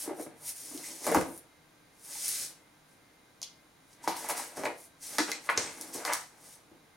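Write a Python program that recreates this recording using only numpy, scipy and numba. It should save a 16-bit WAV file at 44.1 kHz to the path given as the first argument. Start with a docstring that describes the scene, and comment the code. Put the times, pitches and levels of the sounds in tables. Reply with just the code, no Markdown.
"""A flat cardboard box is turned, dropped and slid on a hard table in a quiet kitchen; a knife picks at its tape.
First come hissing slides and light knocks; just after 1 s the box drops with loud bangs, then slides until
about 2.6 s. Small ticks follow near 3.4 s. From 4 s the knife makes a flap hum, tape snaps and walls knock, until
a last faint knock at 6.7 s. Slides and walls are gritty noise, blows and snaps are clicks with a rattle of
grains; a small room rings after them, over steady hush and fridge hum."""
import sys
import numpy as np
from scipy import signal
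from scipy.fft import rfft, irfft
from scipy.io import wavfile
from scipy.ndimage import uniform_filter1d
from numba import njit

SR = 44100
rng = np.random.default_rng(int(sys.argv[2]) if len(sys.argv) > 2 else 0)


def pcm_store(signal):
    """Save signal as 16-bit PCM."""
    levels = np.round(np.clip(np.atleast_2d(signal), -1, 1) * 32767)
    wavfile.write(sys.argv[1], SR, levels.astype(np.int16).T)


N = 307238
T = np.arange(N) / SR

# Every stroke rises to full level, holds and falls; rise and fall are the times for a change of STROKE_RANGE_DB.
# Card sliding on the table top or under fingers:
# (time of full level [s], level [dB], rise [s], hold [s], fall [s], dull part against bright part [dB])
SLIDE_STROKES = [(0.0, -36.5, .05, 0.042, 0.086, -3), (.212, -44, 0.13, .02, 0.076, -3.5),
                 (.484, -32.5, 0.11, 0.014, 0.065, -4.5), (.56, -44, 0.059, 0.2, 0.11, -1.5),
                 (.868, -41, 0.3, .005, 0.44, 1.5), (1.072, -35, 0.14, .005, 0.13, 1.5),
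                 (1.15, -38, 0.083, .005, 0.21, 3), (1.28, -50, .1, .11, 0.036, -8),
                 (2.05, -49, .13, .05, 0.13, -4.5), (2.13, -41.5, 0.16, 0.21, 0.15, 2.5),
                 (2.25, -35, 0.23, 0.18, 0.13, 0.5), (2.89, -69, 0.045, 0.048, .12, -1),
                 (3.926, -60.5, 0.15, .005, .1, .1), (4.04, -48, 0.032, .003, 0.063, 3.5),
                 (4.08, -46, 0.032, .003, 0.13, 3.5), (4.164, -43.5, 0.033, 0.097, .05, 1),
                 (4.302, -30, 0.039, 0.0023, 0.06, 0.5), (4.376, -36, 0.05, .003, 0.22, 1.5),
                 (4.568, -45, 0.032, .003, 0.28, 3.5), (4.652, -42.5, .02, .003, 0.056, 2),
                 (4.78, -51.5, 0.036, 0.077, 0.056, -4), (5.03, -42.5, 0.044, .14, .05, 1),
                 (5.195, -40.5, 0.023, .003, 0.17, 8.5), (5.305, -44.5, .13, .003, 0.041, 4),
                 (5.33, -55.5, .02, .003, 0.17, 17), (5.455, -50, 0.12, 0.018, .03, 1.5),
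                 (5.5, -40.5, 0.025, 0.0026, 0.073, -0.5), (5.585, -47, 0.051, .003, 0.39, 15),
                 (5.78, -50.5, 0.3, 0.12, .1, 0), (5.82, -46.5, .02, .003, 0.079, 5),
                 (5.944, -38.5, 0.044, 0.0026, 0.19, 3), (6.06, -39, .03, .003, 0.15, 3.5),
                 (6.136, -35, 0.037, 0.0023, 0.044, 7), (6.15, -41.5, .02, .003, 0.18, 4),
                 (6.45, -53.5, 0.23, 0.094, 0.12, 0.5)]
# Tone of the bright and the dull part of sliding: (frequency [Hz], relative level [dB])
SLIDE_BRIGHT_TONE = [(3820, -25), (6500, -16), (7560, -6), (9480, 1), (12100, -8.5), (14000, -7.5),
                     (15500, -24.5), (16000, -2)]
SLIDE_DULL_TONE = [(590, -18.5), (1000, -22), (1060, -20), (2040, -12.5), (2920, -11.5), (3950, -10),
                   (5600, -3), (7530, -2.5), (8000, 11.5), (10400, -36.5), (17600, -120)]
# Panels flexing and scraping; the blended width is later kept within 0.2 to 4 octaves:
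# (time of full level [s], level before the box [dB], rise [s], hold [s], fall [s], centre [Hz], width [octaves])
FLEX_STROKES = [(.06, -48.5, .12, .07, .1, 430, 2.7), (.202, -40, 0.083, .005, 0.053, 480, 1.3),
                (.3, -59.5, 0.12, .04, .2, 346, 3.9), (.42, -58, .1, .02, 0.35, 780, 1.4),
                (.69, -58.5, 0.22, .01, .1, 364, 1.5), (.804, -51.5, .08, .005, .09, 344, 10),
                (.892, -53.5, 0.14, .005, .25, 435, 2.1), (1.122, -30, 0.13, .005, .14, 500, 2.1),
                (1.25, -45.5, .1, .05, .15, 440, 1.7), (1.4, -70.5, .1, .05, 0.67, 370, 4.7),
                (2.08, -58, 0.13, .02, .4, 910, 2.6), (2.43, -62, .2, .07, 0.4, 683, 3.9),
                (4.1, -42, .16, .01, 0.26, 810, 4.1), (4.28, -42, 0.33, .11, 0.27, 945, 3),
                (4.6, -42, 0.14, .03, 0.25, 567, 1.7), (5.146, -47.5, .19, .005, .28, 892, 3.7),
                (5.282, -36.5, 0.025, .005, 0.18, 927, 4.2), (5.46, -49, 0.069, .09, .1, 1250, 2.3),
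                (5.588, -35.5, 0.15, .005, 0.11, 820, 3.7), (5.62, -42.5, .05, .07, 0.16, 940, 5.7),
                (5.76, -54, .1, .13, .1, 358, 3.9), (5.9, -49.5, 0.027, .005, 0.14, 383, 1.9),
                (5.99, -46, 0.16, .04, 0.13, 498, 2.3), (6.1, -27.5, .13, .005, 0.14, 1140, 1.3),
                (6.36, -62, .1, .12, 0.14, 777, 2.1), (6.57, -65.5, 0.12, .005, .15, 760, 1.9),
                (6.68, -69.5, .1, .16, 0.31, 373, 2.5)]
# Blows on the box:
# (time [s], click peak before the box [dB], centre [Hz], width [octaves], time for rattle to fall 60 dB [s])
KNOCK_EVENTS = [(.077, -31, 356, 1.3, 0.072), (.095, -28, 590, 0.78, 0.093), (.111, -32.5, 330, 0.7, 0.069),
                (.197, -34, 550, 1.1, 0.044), (.264, -34, 337, 1.7, 0.1), (.713, -41, 350, 2.5, .2),
                (.745, -41.5, 308, 0.58, 0.17), (.835, -43.5, 2150, .48, 0.36),
                (1.043, -34, 1500, 1.6, 0.065), (1.067, -20, 623, 1.37, 0.27),
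                (1.116, -38, 560, 0.76, 0.14), (1.147, -11.5, 1000, 0.63, .063),
                (1.153, -15, 368, 1.9, 0.085), (1.168, -12, 285, 3, 0.037), (1.172, -17.5, 250, 1.4, 0.057),
                (1.183, -29, 286, 3.1, 0.067), (1.211, -23.5, 463, 2.3, 0.093),
                (2.155, -42, 880, 0.2, .051), (3.42, -47.5, 930, 0.51, 0.073),
                (4.040, -38.5, 934, 0.098, .043), (4.076, -14, 925, 0.82, 0.043),
                (4.077, -24.5, 303, 1.3, 0.046), (4.245, -33, 934, 0.39, 0.055),
                (4.288, -28, 925, 0.33, 0.029), (4.297, -22.5, 925, 1.5, 0.089),
                (4.379, -31, 950, 0.48, 0.097), (4.571, -29.5, 390, 2.2, 0.15),
                (4.636, -20.5, 676, 1.9, 0.047), (4.654, -23.5, 605, 1.24, 0.21),
                (4.655, -22, 2100, 0.51, 0.079), (5.184, -14, 1300, 1.74, .1),
                (5.188, -28, 300, 0.75, 0.021), (5.201, -25, 277, 0.38, 0.079),
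                (5.280, -29, 1120, 1.1, .078), (5.296, -30, 1050, 0.65, 0.029),
                (5.317, -27.5, 2100, .48, 0.091), (5.490, -13.5, 1410, 0.77, 0.08),
                (5.492, -27.5, 2420, 0.3, 0.018), (5.499, -14, 1240, 1.27, 0.023),
                (5.575, -13, 680, 5, 0.042), (5.950, -34.5, 404, 1.5, 0.14),
                (6.051, -27.5, 1090, 1.05, .18), (6.715, -46, 225, 1.6, 0.1)]
# Tape letting go and edges ticking:
# (time [s], click peak before the bass cut [dB], centre [Hz], width [octaves], time for crackle to fall 60 dB [s])
SNAP_EVENTS = [(.776, -25, 6000, 2.3, .045), (1.0435, -24, 9000, 1.3, 0.029),
               (1.067, -15, 9150, 1.5, 0.035), (1.116, -19.5, 8500, 1.4, 0.05),
               (1.146, -12.5, 9400, 2.4, 0.038), (1.211, -22, 8500, 1.3, 0.039),
               (1.377, -30.5, 10100, 0.86, 0.058), (2.049, -40, 5500, 1.3, 0.041),
               (2.281, -14, 9400, 0.75, 0.071), (2.2893, -14, 9200, 1.4, .043),
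               (3.417, -24, 5520, 1.3, 0.023), (3.426, -31, 5400, .9, .015),
               (3.429, -19, 5660, 0.98, 0.056), (3.433, -31, 3370, 0.35, 0.14),
               (3.930, -41, 5740, 0.84, 0.041), (4.039, -46, 9500, 1.1, .045),
               (4.077, -20.5, 5000, 2.1, 0.25), (4.167, -25, 5640, 2.6, .069),
               (4.288, -17.5, 9890, 0.76, 0.036), (4.301, -19, 9450, 3.9, .045),
               (4.378, -20.5, 9500, 1.7, 0.042), (4.571, -30, 9300, 1.1, 0.026),
               (4.636, -28, 6000, 1.4, 0.023), (4.655, -31.5, 4070, 0.4, 0.15),
               (5.184, -12.5, 5000, .8, 0.18), (5.1845, -14, 9400, 0.52, .037),
               (5.317, -11.5, 5300, 1.4, 0.017), (5.491, -29, 4230, 0.2, .019),
               (5.576, -6.5, 5700, 0.54, 0.036), (5.812, -18, 8350, 0.9, 0.033),
               (5.938, -26, 9700, 1.4, .04), (6.051, -14, 6100, 1.2, 0.017),
               (6.128, -19.5, 5550, 1.4, 0.015), (6.135, -9.5, 7500, 2.6, 0.0093),
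               (6.142, -34, 7040, 1.1, .035), (6.455, -42, 8630, 1.3, .05)]
# Pushes of the blade that shake the flap under it: (time of full level [s], level [dB])
FLAP_PUSHES = [(4.086, -36), (4.125, -43), (4.153, -39.5), (4.285, -42), (4.386, -57)]
# Ringing modes of the panels: (frequency [Hz], width [Hz], ring against contact sound [dB])
PANEL_MODES = [(185, 60, 6), (285, 52, 6.5), (320, 21, 7), (444, 71, -0.5), (586, 130, -3), (747, 220, -3),
               (925, 18, -1), (1145, 17, -21.5), (1245, 29, -14), (1490, 49, -8), (1662, 68, -4.5),
               (2054, 220, -5.5)]
# The room's ringing:
# (frequency [Hz], time to fall 60 dB [s], level against direct sound [dB], likeness of left and right [0-1])
ROOM_BANDS = [(60, 0.51, -8.5, 0.36), (251.4, 0.27, -6, 0.2), (577, 0.28, -4, 0.9), (2000, 0.28, -5, 0.2),
              (3630, 0.34, -0.5, 0.5), (6000, 0.28, -11.5, 0), (9000, 0.25, -1, 0.3),
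              (14000, 0.098, -7.5, 0.4)]
# Tone of the kitchen hush: (frequency [Hz], relative level [dB])
HUSH_TONE = [(15, -47), (25, -5.5), (49, -8.5), (161, 0), (206, -3.5), (301, -0.5), (384, -7), (463, -4),
             (560, -6), (911, -6.5), (2050, -13), (2220, -13.5), (3920, -15.5), (5200, -19), (8360, -16.5),
             (16000, -27)]
# How far the hush differs between left and right: (frequency [Hz], unlike part against common part [dB])
HUSH_SIDE_TONE = [(25, -1.5), (100, -15), (400, -4.5), (3000, -2.5), (16000, -8)]
# Fridge tones: (frequency [Hz], rms level before the housing [dB])
FRIDGE_TONES = [(150.7, -77.5), (301.5, -77), (1572, -80), (2094, -80.5), (2412, -86.5), (3887, -83.5)]
# Bands changed by the camera housing: (frequency [Hz], width [Hz], gain [dB])
HOUSING_BANDS = [(2100, 620, 2.5), (2870, 910, -2), (5000, 2930, 1), (8000, 1500, -13.5), (9400, 2000, 2)]

STROKE_RANGE_DB = 30
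RATTLE_DB, CRACKLE_DB = -5.5, -14.5  # starting level of grains after a knock and a snap, against the click
RATTLE_SCATTER_DB, CRACKLE_SCATTER_DB = 3, 1.1  # how unequal the grains are
TAPE_LOW_HZ = 2460
FLAP_HZ, FLAP_OCTAVES = 920, 0.1
FLAP_RISE_S, FLAP_HOLD_S, FLAP_FALL_S = 0.024, 0.0048, 0.1
BOX_BAND_HZ = (174, 3950)
BOX_DB = -4.5  # how much of a blow or a flex the panels pass to the air
TABLE_HZ, TABLE_OCTAVES, TABLE_DB = 87, 0.78, 2.5
LEFT_DB = .6  # left against right, for everything but the background
KITCHEN_DB = -63.5
TOP_HZ = 15800


def slides():
    """Fine paper grain hisses as it slides; heavier contact adds a duller part."""
    bright = colour(grit(2.25, hold=60), SLIDE_BRIGHT_TONE)
    dull = colour(grit(1.5, hold=90), SLIDE_DULL_TONE)
    level, dull_db = strokes(SLIDE_STROKES)
    return level * (bright + undb(dull_db) * dull)


def flex():
    """The walls stick and slip coarsely, in a band that moves with the place of contact."""
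    level, hz, octaves = strokes(FLEX_STROKES)
    octaves = np.clip(octaves, .2, 4)
    rub = double_band(grit(2.07, hold=150), hz, octaves)
    # a band wider in Hz carries more power, so even it out
    even_rub = unit(rub / np.sqrt(hz * octaves))
    return even_rub * level


def knocks():
    """Each blow on the box is a click followed by a dying rattle of small grains."""
    return blows(KNOCK_EVENTS, RATTLE_SCATTER_DB, RATTLE_DB)


def box(push):
    """The panels ring briefly with their modes; small soft walls send out only a middle band."""
    ring = 0
    for hz, width, db in PANEL_MODES:
        ring = ring + undb(db) * peak(push, hz, width)
    middle_band = signal.butter(3, BOX_BAND_HZ, "bandpass", fs=SR, output="sos")
    return signal.sosfilt(middle_band, push + ring)


def table_thud(push):
    """The table top answers each blow with a dull low thud."""
    return undb(TABLE_DB) * band(push, TABLE_HZ, TABLE_OCTAVES)


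def tape_snaps():
    """Tape lets go and edges tick in sharp crackles; thin tape has no bass."""
    crackles = blows(SNAP_EVENTS, CRACKLE_SCATTER_DB, CRACKLE_DB)
    bass_cut = signal.butter(2, TAPE_LOW_HZ, "highpass", fs=SR, output="sos")
    return signal.sosfilt(bass_cut, crackles)


def flap():
    """Friction of the blade shakes the flap, which rings at one narrow pitch."""
    pushes = [(s, db, FLAP_RISE_S, FLAP_HOLD_S, FLAP_FALL_S) for s, db in FLAP_PUSHES]
    level, = strokes(pushes)
    return level * unit(band(grit(2.5, hold=200), FLAP_HZ, FLAP_OCTAVES))


def room(x):
    """Direct sound, then a dense tail: each band fades at its own rate, partly unlike left and right."""
    size = 16384
    t = np.arange(size) / SR
    hz, *columns = np.transpose(ROOM_BANDS)
    tail = 0
    for f in 44 * 2 ** np.arange(0, 8.6, .5):
        t60, db, alike = (np.interp(np.log(f), np.log(hz), c) for c in columns)
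        mid, side = (band(rng.standard_normal(size), f, 0.31) for _ in range(2))
        # the tail swells in from 0.6 to 1.8 ms after the direct sound
        fade = undb(-60 * t / t60) * np.clip(t / 0.0012 - .5, 0, 1)
        alike = np.clip(alike, 0, 1)
        pair = np.sqrt(1 + alike) * mid + np.sqrt(1 - alike) * side * np.array([[1], [-1]])
        tail = tail + pair * fade / np.sqrt(np.sum(fade ** 2)) * undb(db)
    # the first reflections arrive as separate echoes, later ones merge
    lumps = np.repeat(rng.standard_normal(size // 32), 32) * np.exp(-t / 0.036)
    tail = tail * undb(3.2 * lumps)
    tail[:, 0] = 1  # direct sound
    # even out the loudness over stretches about 100 Hz wide, so the room adds no broad colour
    answer = rfft(tail, 2 * size)
    local_power = uniform_filter1d(np.abs(answer) ** 2, size=75)
    even = irfft(answer / np.sqrt(local_power))[:, :size]
    return signal.fftconvolve(x[None], even, axes=1)[:, :N]


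def kitchen():
    """Air and appliances make a hush, partly unlike left and right."""
    mid, side = colour(rng.standard_normal((2, N)), HUSH_TONE)
    side = shape(side, HUSH_SIDE_TONE)
    return undb(KITCHEN_DB) * (mid + side * np.array([[1], [-1]]))


def fridge():
    """The fridge hums in wavering tones, each a very narrow band of noise."""
    hum = 0
    for hz, db in FRIDGE_TONES:
        hum = hum + undb(db) * unit(band(rng.standard_normal(N), hz, 6 / hz))
    return hum


def strokes(table):
    """Gain of all strokes together, then each further column as a blend that leans to the loudest stroke."""
    t = T[::64]  # a coarse time grid is enough for slow changes
    s, db, rise, hold, fall, *columns = np.transpose(table)[:, :, None]
    before = (s - t) / np.maximum(rise, .002)
    after = (t - s - np.abs(hold)) / np.maximum(fall, .002)
    away = np.maximum(before, after)
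    power = undb(db - STROKE_RANGE_DB * np.clip(away, 0, 20)) ** 2
    total = power.sum(axis=0)
    curves = [np.sqrt(total)]
    for column in columns:
        curves.append((power * column).sum(axis=0) / total)
    return [np.interp(T, t, curve) for curve in curves]


def grit(spread_db, hold):
    """Dense friction grains: noise whose size jumps every `hold` samples."""
    size = undb(spread_db * rng.standard_normal(N // hold + 1))
    return unit(rng.standard_normal(N) * np.repeat(size, hold)[:N])


def blows(table, scatter_db, rattle_db):
    """Each event is a sharp click and a dying rattle of small grains, both in a band of their own."""
    size = 8192
    out = np.zeros(N + size)
    t = np.arange(size) / SR
    for s, db, hz, octaves, t60 in table:
        click = double_band(1. * (t == 0), hz, octaves)
        click = click / np.abs(click).max()
        grain_size = undb(scatter_db * rng.exponential(size=size))
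        grains = unit(double_band(rng.standard_normal(size) * grain_size, hz, octaves))
        fade = undb(rattle_db - 60 * t / max(t60, .002))
        # the rattle needs about a cycle to start
        rattle = grains * fade * np.minimum(t * hz, 1)
        i = int(s * SR)
        out[i:i + size] += undb(db) * (click + rattle)
    return out[:N]


def undb(db):
    """Turns decibels into a plain gain."""
    return 10 ** (np.asarray(db) / 20)


def unit(x):
    """Brings a sound to rms 1."""
    return x / np.sqrt(np.mean(x ** 2))


def shape(x, points):
    """Filters by a gain curve through points of (frequency [Hz], gain [dB])."""
    hz, db = np.transpose(points)
    f = np.fft.rfftfreq(x.shape[-1], 1 / SR) + 1  # 1 Hz added so that the logarithm exists
    gain = undb(np.interp(np.log(f), np.log(hz), db))
    return irfft(rfft(x) * gain, x.shape[-1])


def colour(x, points):
    """Shapes the tone, then brings it to rms 1."""
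    return unit(shape(x, points))


def peak(x, hz, width):
    """One resonance with gain 1 at its centre and a width in Hz."""
    return signal.lfilter(*signal.iirpeak(hz, hz / width, fs=SR), x)


@njit
def svf(x, hz, octaves):
    """Band-pass with moving centre and width, gain 1 at the centre."""
    y, b, l = np.empty(len(x)), 0., 0.
    for i in range(len(x)):
        g = np.tan(np.pi * hz[i] / SR)
        k = 2 * np.sinh(np.log(2) * octaves[i] / 2)
        v = (b + g * (x[i] - l)) / (1 + g * (g + k))
        b, l, y[i] = 2 * v - b, l + 2 * g * v, k * v
    return y


def band(x, hz, octaves):
    """The band-pass for a fixed or moving centre and width."""
    return svf(x, hz + 0 * x, octaves + 0 * x)


def double_band(x, hz, octaves):
    """A band-pass followed by one twice as wide, for steeper sides."""
    return band(band(x, hz, octaves), hz, 2 * octaves)


def scene():
    """Box, table, tape, slides and flap sound in the room; hush and hum lie underneath."""
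    blow = knocks()
    thuds = undb(BOX_DB) * box(blow + flex()) + table_thud(blow)
    near = room(thuds + tape_snaps() + slides() + flap())
    return near * undb([[LEFT_DB / 2], [-LEFT_DB / 2]]) + kitchen() + fridge()


def record(dry):
    """The camera housing lifts and dips a few bands; the top is cut."""
    for hz, width, db in HOUSING_BANDS:
        dry = dry + (undb(db) - 1) * peak(dry, hz, width)
    top_cut = signal.ellip(10, .2, 80, TOP_HZ, fs=SR, output="sos")
    return signal.sosfilt(top_cut, dry)


dry = scene()
out = record(dry)
pcm_store(out)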